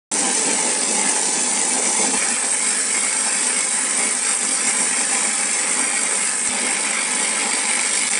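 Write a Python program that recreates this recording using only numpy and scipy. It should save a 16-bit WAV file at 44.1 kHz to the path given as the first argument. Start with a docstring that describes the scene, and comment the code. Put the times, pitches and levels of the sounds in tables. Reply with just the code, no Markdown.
"""A scanning laser strips black coating from a turning metal roller in three passes, close by in a workshop.
Ablation boils the coating off in countless vapour bursts: a low roar, a middle sputter and a high sizzle.
The beam sweeps to and fro fifty times a second, modulating the sizzle into a buzz and snapping as it turns.
Each pass meets a surface with its own spectrum; the machine frame resonates and the room reverberates.
Fume extraction rumbles faintly, a few soft thumps sound, and later on flakes burst off in short spurts."""
import sys
import numpy as np
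from scipy import signal
from scipy.fft import rfft, irfft, next_fast_len
from scipy.io import wavfile
from scipy.ndimage import uniform_filter1d

SR = 44100
rng = np.random.default_rng(int(sys.argv[2]) if len(sys.argv) > 2 else 0)


def transcribe(u):
    """Save the signal u as a 16-bit wav file named by the first command-line argument.

    u: samples, shape (n,) or (channels, n), limited to [-1, 1]; the rate is SR.
    q: integer samples, one column per channel.
    """
    v = np.clip(np.atleast_2d(u).T, -1, 1)
    q = np.round(v * 32767).astype(np.int16)
    wavfile.write(sys.argv[1], SR, q)


N = 361179

SCAN_HZ, SPURT_HZ, TOP_HZ = 49.91, 2200, 11000
# the passes: thick top coat, grey undercoat, nearly bare metal (which fries most evenly)
PASS_START_S, GRAIN_DB = [0.1155, 2.186, 6.491], [1.0, .7, .4]
LAYER_EDGES_HZ = [1100, 3500]  # between roar, sputter and sizzle
THROB_TOP_HZ, RING_EDGES_HZ, HISS_EDGES_HZ = 290, [700, 1100], [3700, 5650]
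# random flicker of roar, sputter and sizzle, together and each alone
FLICKER_SHARED_DB, FLICKER_OWN_DB, FLICKER_PER_S = (0.67, 0.38, 0.46), (.5, 0.54, 0.29), 22
# how far the sizzle follows a flare of the sputter, and each layer a lull
FLARE_SIZZLE_SHARE, LULL_SHARES = 0.073, (0.93, 0.98, 0.29)

# part of the burn that repeats from sweep to sweep: f/Hz, share of power
PERIODIC_SHARE = [(200, .06), (2000, .02), (2500, .03), (3600, .06), (4600, .25), (5300, .3), (7200, .36),
                  (8200, .12), (10000, .15)]
# swell of the burn along a sweep: phase/sweeps, gain/dB in pass 1, in pass 2, in pass 3
SWEEP_SWELL = [(.05, 0, 0, -.5), (.12, -1.2, -.3, -3.5), (.21, -1, 1.8, 0), (.26, -2, -1.2, 1),
               (.37, .3, 0, 0), (.48, .7, .2, -3.5), (.6, -.4, -.5, -5.5), (.68, .6, -.6, -3),
               (.78, -1.3, -2.3, 1.2), (.9, -1, -1, -.3)]
# borders of the bands that flutter independently: f/Hz
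FLUTTER_EDGES = [350, 650, 1100, 1950, 3000, 5000, 7000, 8100, 8700, 9400]
# slow wavering of those bands, low to high: spread/dB
BAND_WAVER = [.9, .8, .7, .3, .2, .2, .3, .6, .8, .8, .8]
# snaps at the beam's turning points: pass index, phase/sweeps, gain/dB, decay time/ms
TURNING_SNAPS = [(0, .143, 2.5, .45), (0, .634, 10.5, .15), (1, .159, 7.5, .35), (1, .658, -1, .2),
                 (2, .001, 4.5, .8), (2, .5, 3.5, .15)]
# growth of the snaps as the metal comes bare: t/s, gain/dB
SNAP_GROWTH = [(7.1, 0), (7.6, 1.8), (7.85, 3.5)]
# single harder snaps: t/s, gain/dB
HARD_SNAPS = [(.193, 1.5), (.534, 2), (.634, 4), (.694, 2.5), (.774, 5), (.814, 0), (4.912, 4),
              (6.455, 3.5), (6.475, 7), (8.175, 4)]
# spectral envelope of each burning surface: f/Hz, gain/dB
TOP_COAT_SPECTRUM = [(100.0, -28), (150.0, -10), (195.0, 1.7), (480.0, 1), (900.0, -1.5), (1300.0, -8),
                     (2200.0, -12.5), (3100.0, -10), (4300.0, -8), (6700.0, -2.5), (7500.0, -0.5),
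                     (9400.0, 0), (10200.0, -10.5), (11000.0, -36)]
UNDERCOAT_SPECTRUM = [(100.0, -56), (150.0, -19), (195.0, -6.5), (480.0, -9), (900.0, -8.5), (1300.0, -6.5),
                      (2200.0, -12), (3100.0, -12.5), (4300.0, -12.5), (6700.0, -10.5), (7500.0, -1.1),
                      (9400.0, -0.5), (10200.0, -9), (11000.0, -25.5)]
BARE_METAL_SPECTRUM = [(100.0, -62), (150.0, -18.5), (195.0, -3), (480.0, -5.5), (900.0, -5.5),
                       (1300.0, -1.5), (2200.0, -6.5), (3100.0, -5), (4300.0, -11), (6700.0, -10.5),
                       (7500.0, -2.5), (9400.0, 0), (10200.0, -12), (11000.0, -25)]
# narrow bands of each burning surface: f/Hz, width/Hz, gain/dB
TOP_COAT_BANDS = [(190, 51, -1), (318, 57, 2.5), (556, 93, -3), (890, 130, 2.6), (4620, 110, 4.5),
                  (5880, 120, 5.5), (6060, 70, -4), (6190, 310, 4), (7200, 89, 3.5), (7780, 290, 8),
                  (8580, 140, 3.5), (8800, 200, 6.5), (9150, 330, 6.5), (9750, 300, -0.5), (10760, 490, 16)]
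UNDERCOAT_BANDS = [(4760, 420, 4), (5300, 240, 3.8), (5690, 400, 6), (5900, 140, 3), (6320, 100, 4.5),
                   (6560, 100, 5.5), (7270, 89, 5.5), (7500, 100, 1), (7780, 160, 0.5), (8060, 120, 4),
                   (8360, 340, 7), (9350, 200, 4), (9880, 230, 5)]
BARE_METAL_BANDS = [(400, 100, -1), (850, 120, 0), (2220, 220, 2.6), (4740, 300, 4.6), (5300, 220, 2.5),
                    (5800, 320, 5), (7700, 260, 0.5), (8350, 320, 5.2), (9970, 220, 7)]
# resonances and hollows of roller, frame and surrounding space: f/Hz, width/Hz, gain/dB
FRAME_MODES = [(209.4, 28, 8.5), (252.8, 29, 9.5), (296.4, 20, 6), (346, 9.9, 5), (429, 60, 6.5),
               (455, 26, 0.5), (508.3, 22.6, 9), (556.6, 27, 7.5), (629.5, 14, 7), (670, 30, -0.5),
               (797.6, 39, 9.5), (871, 61, 10), (1014, 39, 8.5), (1342, 51, 3.5), (1400, 46, -5.5),
               (1590, 25, 7.5), (1737, 103, 7), (1883, 34, -5), (1916, 34, 7), (2210, 460, 11.3),
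               (2400, 110, -3), (2600, 280, 2.5)]
# slow course of each pass: t/s, base level/dB of roar, of sputter, of sizzle
TOP_COAT_BURN = [(0.14, -31, -31, -20), (.85, -28.5, -30.8, -21), (1.3, -29, -31.5, -19.5),
                 (2.17, -29.5, -30.5, -20.5)]
UNDERCOAT_BURN = [(2.2, -31.5, -28.5, -20.7), (2.6, -34, -28.5, -20.5), (3.45, -32.5, -29, -20.5),
                  (4.25, -34, -28, -21), (4.65, -32.5, -29.5, -20.5), (5.3, -33, -27.5, -20.5),
                  (5.75, -32, -28, -21.5), (6.47, -34, -29.5, -21)]
BARE_METAL_BURN = [(6.52, -30.5, -27.5, -22), (7.6, -32, -27.5, -21.5), (8.1, -33.5, -28, -20.5)]
# flares on thick patches of coating: centre t/s, length/s, roar gain/dB, sputter gain/dB
FLARES = [(0.26, 0.17, 5, 2), (.49, 0.3, 4.3, 1.5), (0.65, 0.17, 2.5, 0.5), (1.07, 0.17, 1.5, 3.5),
          (1.377, 0.082, 2.5, 0.5), (1.786, 0.1, 3.5, 2), (1.9, 0.082, 3.5, 0), (2.06, 0.15, 4, 0),
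          (2.154, 0.067, 4, 0.5), (2.97, 0.09, 3.5, 2.5), (4.0, 0.11, 1, 0.5), (4.287, 0.12, -1, 0),
          (4.686, .07, 3.5, 3.5), (4.84, 0.097, 3, -1), (5.263, 0.073, 3.5, -0.5),
          (5.793, 0.097, 2.5, -0.5), (6.66, 0.087, 3.5, 1.5), (7.462, 0.11, 4, 0), (7.7, 0.076, 3, 1.5)]
# lulls on thin patches: centre t/s, length/s, gain/dB before LULL_SHARES
LULLS = [(2.533, .16, -1.5), (3.697, 0.23, -3), (4.178, 0.23, -3), (4.375, 0.12, -5), (5.064, 0.092, -2.5),
         (5.35, 0.085, -3), (6.404, 0.2, -3)]
# swells and sags of the deep throb, the hollow ring and the lower hiss: centre t/s, length/s, gain/dB
THROB_SWELLS = [(.485, .1, 4), (1.383, .07, 5), (1.52, .07, 6), (2.33, .08, 3), (4.683, .06, 5),
                (4.818, .1, 5), (5.29, .06, 3), (5.66, .07, 4), (5.82, .06, 3), (7.7, .07, 3),
                (1.82, .07, -7), (4.3, .3, -2), (5.89, .08, -6), (6.13, .12, -6), (6.37, .1, -3),
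                (7.9, .2, -5)]
RING_SWELLS = [(1.02, 0.16, 1), (1.505, .2, -0.5), (2.043, .08, 1), (3.3, .2, 3.5), (5.345, .15, 3.5),
               (6.3, 0.28, 2), (6.565, .12, 4), (7.647, 0.054, 7), (7.802, 0.07, 4), (.17, .08, 0),
               (.42, .12, -2.5), (.78, 0.23, -3), (2.8, .12, -9)]
HISS_SWELLS = [(.42, .25, 2.3), (0.818, 0.27, 4), (1.292, 0.22, 2.5), (1.505, 0.13, 1), (3.4, 0.5, 1.5),
               (4.03, .15, -0.5), (4.27, .14, 3), (4.596, .2, 2), (5.2, 0.41, 2), (7.92, .8, 2.2),
               (2.559, .14, -4), (4.375, 0.066, -4.5), (6.41, 0.19, -4), (7.15, .25, -1.5)]
# spectral envelope of the fume extraction: f/Hz, gain/dB
RUMBLE_SPECTRUM = [(15, -5), (40, -9), (80, -6), (130, 5), (300, -8), (2000, -33), (11000, -50)]
# soft low thumps: t/s, level/dB, decay time/s, f/Hz
THUMPS = [(2.178, -38, .008, 90), (2.76, -56, .015, 100), (3.11, -50, .014, 70), (6.489, -29, .004, 115)]
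# runs of spurts, one a sweep: start t/s, end t/s, typical peak level/dB, timing spread/sweeps
SPURT_RUNS = [(4.64, 4.72, -20.5, .1), (4.87, 5.04, -22, .1), (5.11, 5.29, -21, 0.081),
              (5.41, 5.99, -24, .2), (6.56, 6.7, -22, 0.078), (6.71, 6.78, -18, 0.046),
              (6.84, 7.14, -21, .08), (7.24, 7.4, -21, 0.046), (7.52, 7.56, -18.5, .01),
              (7.64, 7.85, -17.5, .01), (7.96, 8.08, -20, .01), (8.12, 8.18, -15, .01)]
# brief dips of the whole sound: t/s, gain/dB
DIPS = [(7.092, -5), (8.092, -28)]


def undb(db):
    """Amplitude ratio of a level in decibels."""
    return np.exp(np.asarray(db) * (np.log(10) / 20))


def unit(x):
    """Normalisation to rms 1."""
    return x / np.sqrt(np.mean(x ** 2))


def on_log_axis(points, hz):
    """Linear interpolation of (f/Hz, value) points over log frequency."""
    at, value = np.transpose(points)
    return np.interp(np.log(hz + 1), np.log(at), value)


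def colour(x, points, peaks=(), size=16384):
    """Minimum-phase filter of an envelope plus resonances: by causality, ringing follows each click."""
    hz = np.fft.rfftfreq(size, 1 / SR)
    peaks_db = sum(gain / (1 + (2 * (hz - f) / width) ** 2) for f, width, gain in peaks)
    cepstrum = irfft(np.log(undb(on_log_axis(points, hz) + peaks_db)))
    cepstrum[1:size // 2] *= 2
    cepstrum[size // 2 + 1:] = 0
    return signal.fftconvolve(x, irfft(np.exp(rfft(cepstrum))))[:N]


def cut(x, hz, kind, order=4):
    """Maximally flat low-pass or high-pass filter."""
    return signal.sosfilt(signal.butter(order, hz, kind, fs=SR, output="sos"), x)


def split(x, edges):
    """Complementary filter bank: the bands add up to the whole."""
    size = next_fast_len(N + 4096, True)
    hz, spectrum = np.fft.rfftfreq(size, 1 / SR), rfft(x, size)
    below = [0] + [1 / (1 + (hz / edge) ** 20) for edge in edges] + [1]
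    return [irfft(spectrum * (upper - lower), size)[:N] for lower, upper in zip(below, below[1:])]


def drift(rate):
    """Interpolated noise of spread 1, with `rate` new values a second."""
    steps = rng.standard_normal(N // 8)
    return np.interp(np.arange(N) / SR * rate, np.arange(len(steps)), steps) * np.sqrt(3 / 2)


def swells(t, rows):
    """Raised-cosine rises and falls of level, in dB."""
    return sum(db * np.cos(np.pi * np.clip((t - s) / length, -.5, .5)) ** 2 for s, length, db in rows)


def ablation(phase, change_rate=1.49, size=8192, count=5):
    """Vapour bursts superpose into noise; part repeats each sweep, changing as the roller turns."""
    padded = next_fast_len(N, True)
    share = on_log_axis(PERIODIC_SHARE, np.fft.rfftfreq(padded, 1 / SR))
    fresh = irfft(rfft(rng.standard_normal(padded)) * np.sqrt(1 - share), padded)[:N]
    harmonics_hz = np.arange(size // 2 + 1) * SCAN_HZ
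    share = on_log_axis(PERIODIC_SHARE, harmonics_hz) * (harmonics_hz < SR / 2)
    patterns = irfft(rfft(rng.standard_normal((count, size))) * np.sqrt(share * size * SCAN_HZ / SR))
    weights = np.array([drift(change_rate) for _ in range(count)])
    weights /= np.sqrt(np.sum(weights ** 2, axis=0))
    return fresh + np.sum(weights * patterns[:, (phase * size).astype(int)], axis=0)


def reflections(x, t60, size=12000):
    """Diffuse reverberation: dense echoes start within a millisecond and decay exponentially."""
    age = np.arange(size) / SR
    tail = rng.standard_normal(size) * undb(-60 * age / t60) * (age > .0007)
    return signal.oaconvolve(x, tail / np.sqrt(np.sum(tail ** 2)))[:N]


def glints(x, t60, drift_rate, count=10):
    """Multipath interference: treble reflects off chuck and rails by paths that shift with the plume."""
    treble = cut(x, 1950, "high", order=2)
    weights = np.array([drift(drift_rate) for _ in range(count)])
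    weights /= np.sqrt(np.sum(weights ** 2, axis=0) + 0.056)
    return sum(weight * reflections(treble, t60, size=1500) for weight in weights)


def snaps(pass_index, scatter_db, crack_gain, size=256):
    """Impulsive excitation: the beam dwells where it turns, giving a sharp crack and a short spit."""
    out = np.zeros(N + size)
    for index, phase, db, decay_ms in TURNING_SNAPS:
        sweeps = np.arange(phase, (N - 1) / SR * SCAN_HZ)
        onsets = sweeps / SCAN_HZ * SR
        samples = onsets.astype(int)[:, None] + np.arange(size) - 4
        age = samples - onsets[:, None]  # in samples
        crack = crack_gain * np.exp(-age ** 2 / 2)
        spit = np.exp(-np.abs(age) / SR * 1000 / decay_ms) * (age > 0) * rng.standard_normal(age.shape)
        hard_db = sum(more * (np.abs(onsets / SR - s) * SCAN_HZ < 1 / 4) for s, more in HARD_SNAPS)
        growth_db = np.interp(onsets / SR, *np.transpose(SNAP_GROWTH))
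        strength = undb(db + hard_db + growth_db + scatter_db * rng.standard_normal(len(sweeps)))
        strength *= pass_index[onsets.astype(int)] == index
        out[samples] += strength[:, None] * (spit + crack)
    return out[:N]


def plume(t, pass_index, flutter_db):
    """Amplitude modulation: the noise of boiling coating swells along each sweep, between the snaps."""
    phase = t * SCAN_HZ % 1
    along, *pass_swells = np.transpose(SWEEP_SWELL)
    swell_db = np.choose(pass_index, [np.interp(phase, along, db, period=1) for db in pass_swells])
    bursts = ablation(phase)
    bursts = bursts + undb(-2.0) * glints(bursts, t60=0.053, drift_rate=14)
    # bursts of different sizes come and go independently, so the colour flutters
    bands = [band * undb(flutter_db * drift(120) + db * drift(24))
             for band, db in zip(split(bursts, FLUTTER_EDGES), BAND_WAVER)]
    low, high = split(sum(bands), LAYER_EDGES_HZ[1:])
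    # roar and sputter follow the sweep less closely than the fine sizzle does
    body = low * undb(0.043 * swell_db + .5 * drift(500))
    sizzle = high * undb(swell_db + 0.14 * drift(600))
    cracks = cut(snaps(pass_index, scatter_db=1.5, crack_gain=1.2), 2800, "high", order=1)
    grain = undb(np.take(GRAIN_DB, pass_index) * drift(600))
    return (body + sizzle) * grain + cracks


def resonances(x, spectrum, bands, detune=0.0069, sway_rate=24):
    """Resonance: surface and frame colour the noise; the surface's bands shift as the plume sways."""
    lower, upper = (
        colour(x, spectrum, list(FRAME_MODES) + [(f * ratio, width, db) for f, width, db in bands])
        for ratio in (1 - detune, 1 + detune))
    blend = (1 + np.tanh(drift(sway_rate))) / 2
    return lower + blend * (upper - lower)


def burn_swings(t):
    """Source strength varies with coating thickness and by chance: dB for roar, sputter and sizzle."""
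    roar, sputter = (swells(t, np.array(FLARES)[:, [0, 1, column]]) for column in (2, 3))
    flares = (roar, sputter, FLARE_SIZZLE_SHARE * sputter)
    lulls, flicker = swells(t, LULLS), drift(FLICKER_PER_S)
    layers = zip(flares, LULL_SHARES, FLICKER_SHARED_DB, FLICKER_OWN_DB)
    return [flare + share * lulls + shared_db * flicker + own_db * drift(FLICKER_PER_S)
            for flare, share, shared_db, own_db in layers]


def laser(t):
    """Source and filter: the plume excites each pass's resonances, and three layers follow the burn."""
    pass_index = np.searchsorted(PASS_START_S[1:], t)
    source = cut(plume(t, pass_index, flutter_db=1.18), 107, "high")
    passes = [(TOP_COAT_SPECTRUM, TOP_COAT_BANDS, TOP_COAT_BURN),
              (UNDERCOAT_SPECTRUM, UNDERCOAT_BANDS, UNDERCOAT_BURN),
              (BARE_METAL_SPECTRUM, BARE_METAL_BANDS, BARE_METAL_BURN)]
    swings_db = burn_swings(t)
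    out = np.zeros(N)
    for index, (spectrum, bands, burn) in enumerate(passes):
        times, *levels_db = np.transpose(burn)
        gains = [undb(np.interp(t, times, db) + swing) for db, swing in zip(levels_db, swings_db)]
        layers = split(resonances(source, spectrum, bands), LAYER_EDGES_HZ)
        active = uniform_filter1d(1. * ((pass_index == index) & (t >= PASS_START_S[0])), size=160)
        out += active * sum(gain * unit(layer) for gain, layer in zip(gains, layers))
    return out


def band_swells(t, x):
    """Time-varying filtering: the deep throb, hollow ring and lower hiss each swell and sink."""
    throb, low, ring, middle, hiss, top = split(x, [THROB_TOP_HZ] + RING_EDGES_HZ + HISS_EDGES_HZ)
    swelling = [(throb, THROB_SWELLS), (ring, RING_SWELLS), (hiss, HISS_SWELLS)]
    return low + middle + top + sum(band * undb(swells(t, rows)) for band, rows in swelling)


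def extraction():
    """Randomly modulated low-frequency noise: the uneven rumble of the fume extraction."""
    return unit(colour(rng.standard_normal(N), RUMBLE_SPECTRUM)) * undb(3.4 * drift(13))


def thumps(t):
    """Heavily damped oscillation: dull low knocks that die within a few cycles."""
    out = np.zeros(N)
    for start, db, decay, hz in THUMPS:
        age = np.clip(t - start, 0, 1)
        out += undb(db) * np.exp(-age / decay) * np.sin(2 * np.pi * hz * age)
    return out


def spurts(decay_s=.0014, rise_s=.0012, scatter_db=2.0, pitch_scatter=0.042, sag=.03):
    """Damped transients: flakes burst off once a sweep, each a few cycles of a slightly falling note."""
    sweeps = np.arange(int(N / SR * SCAN_HZ) + 1)
    chance = rng.standard_normal((len(sweeps), 3))
    age = np.arange(SR // 70) / SR
    envelope = (1 - np.exp(-(age / rise_s) ** 2)) * np.exp(-age / decay_s)
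    envelope /= envelope.max()
    out = np.zeros(N)
    for start, end, db, stray in SPURT_RUNS:
        for sweep in sweeps[(sweeps >= start * SCAN_HZ) & (sweeps <= end * SCAN_HZ)]:
            late, weak, sharp = chance[sweep]
            onset_s = (sweep + stray * late) / SCAN_HZ - rise_s / 2
            at = min(int(onset_s * SR), N - len(age))
            hz = SPURT_HZ * (1 + pitch_scatter * sharp) * (1 + sag * np.exp(-age / decay_s))
            note = np.sin(2 * np.pi * np.cumsum(hz) / SR)
            out[at:at + len(age)] += undb(db - scatter_db * np.tanh(weak)) * envelope * note
    return out


def dips(t, recovery_s=0.0044):
    """Exponential recovery: the level drops abruptly and quickly returns."""
    return undb(sum(db * np.exp(-np.abs(t - s) / recovery_s) * (t >= s) for s, db in DIPS))


def scene():
    """Superposition in mid and side: the laser is central, while echoes and rumble give the width."""
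    t = np.arange(N) / SR
    beam = band_swells(t, laser(t)) + spurts()
    running = np.clip((t - PASS_START_S[0]) / 0.0036, 0, 1)
    mid = beam + undb(-16) * reflections(beam, t60=.2)
    mid += undb(-69.0) * running * extraction() + thumps(t)
    room = reflections(beam, t60=0.27)
    side = undb(-20.5) * room + undb(-19.0) * cut(room, 360, "low", order=1)
    side += undb(-68.0) * running * cut(extraction(), 60, "high", order=3)
    balance_db = -0.28
    return dips(t) * np.array([(mid + side) * undb(balance_db), (mid - side) * undb(-balance_db)])


def record(dry):
    """Band limiting: an elliptic low-pass cuts the top steeply."""
    return signal.sosfilt(signal.ellip(10, .2, 80, TOP_HZ, fs=SR, output="sos"), dry)


dry = scene()
out = record(dry)
transcribe(out)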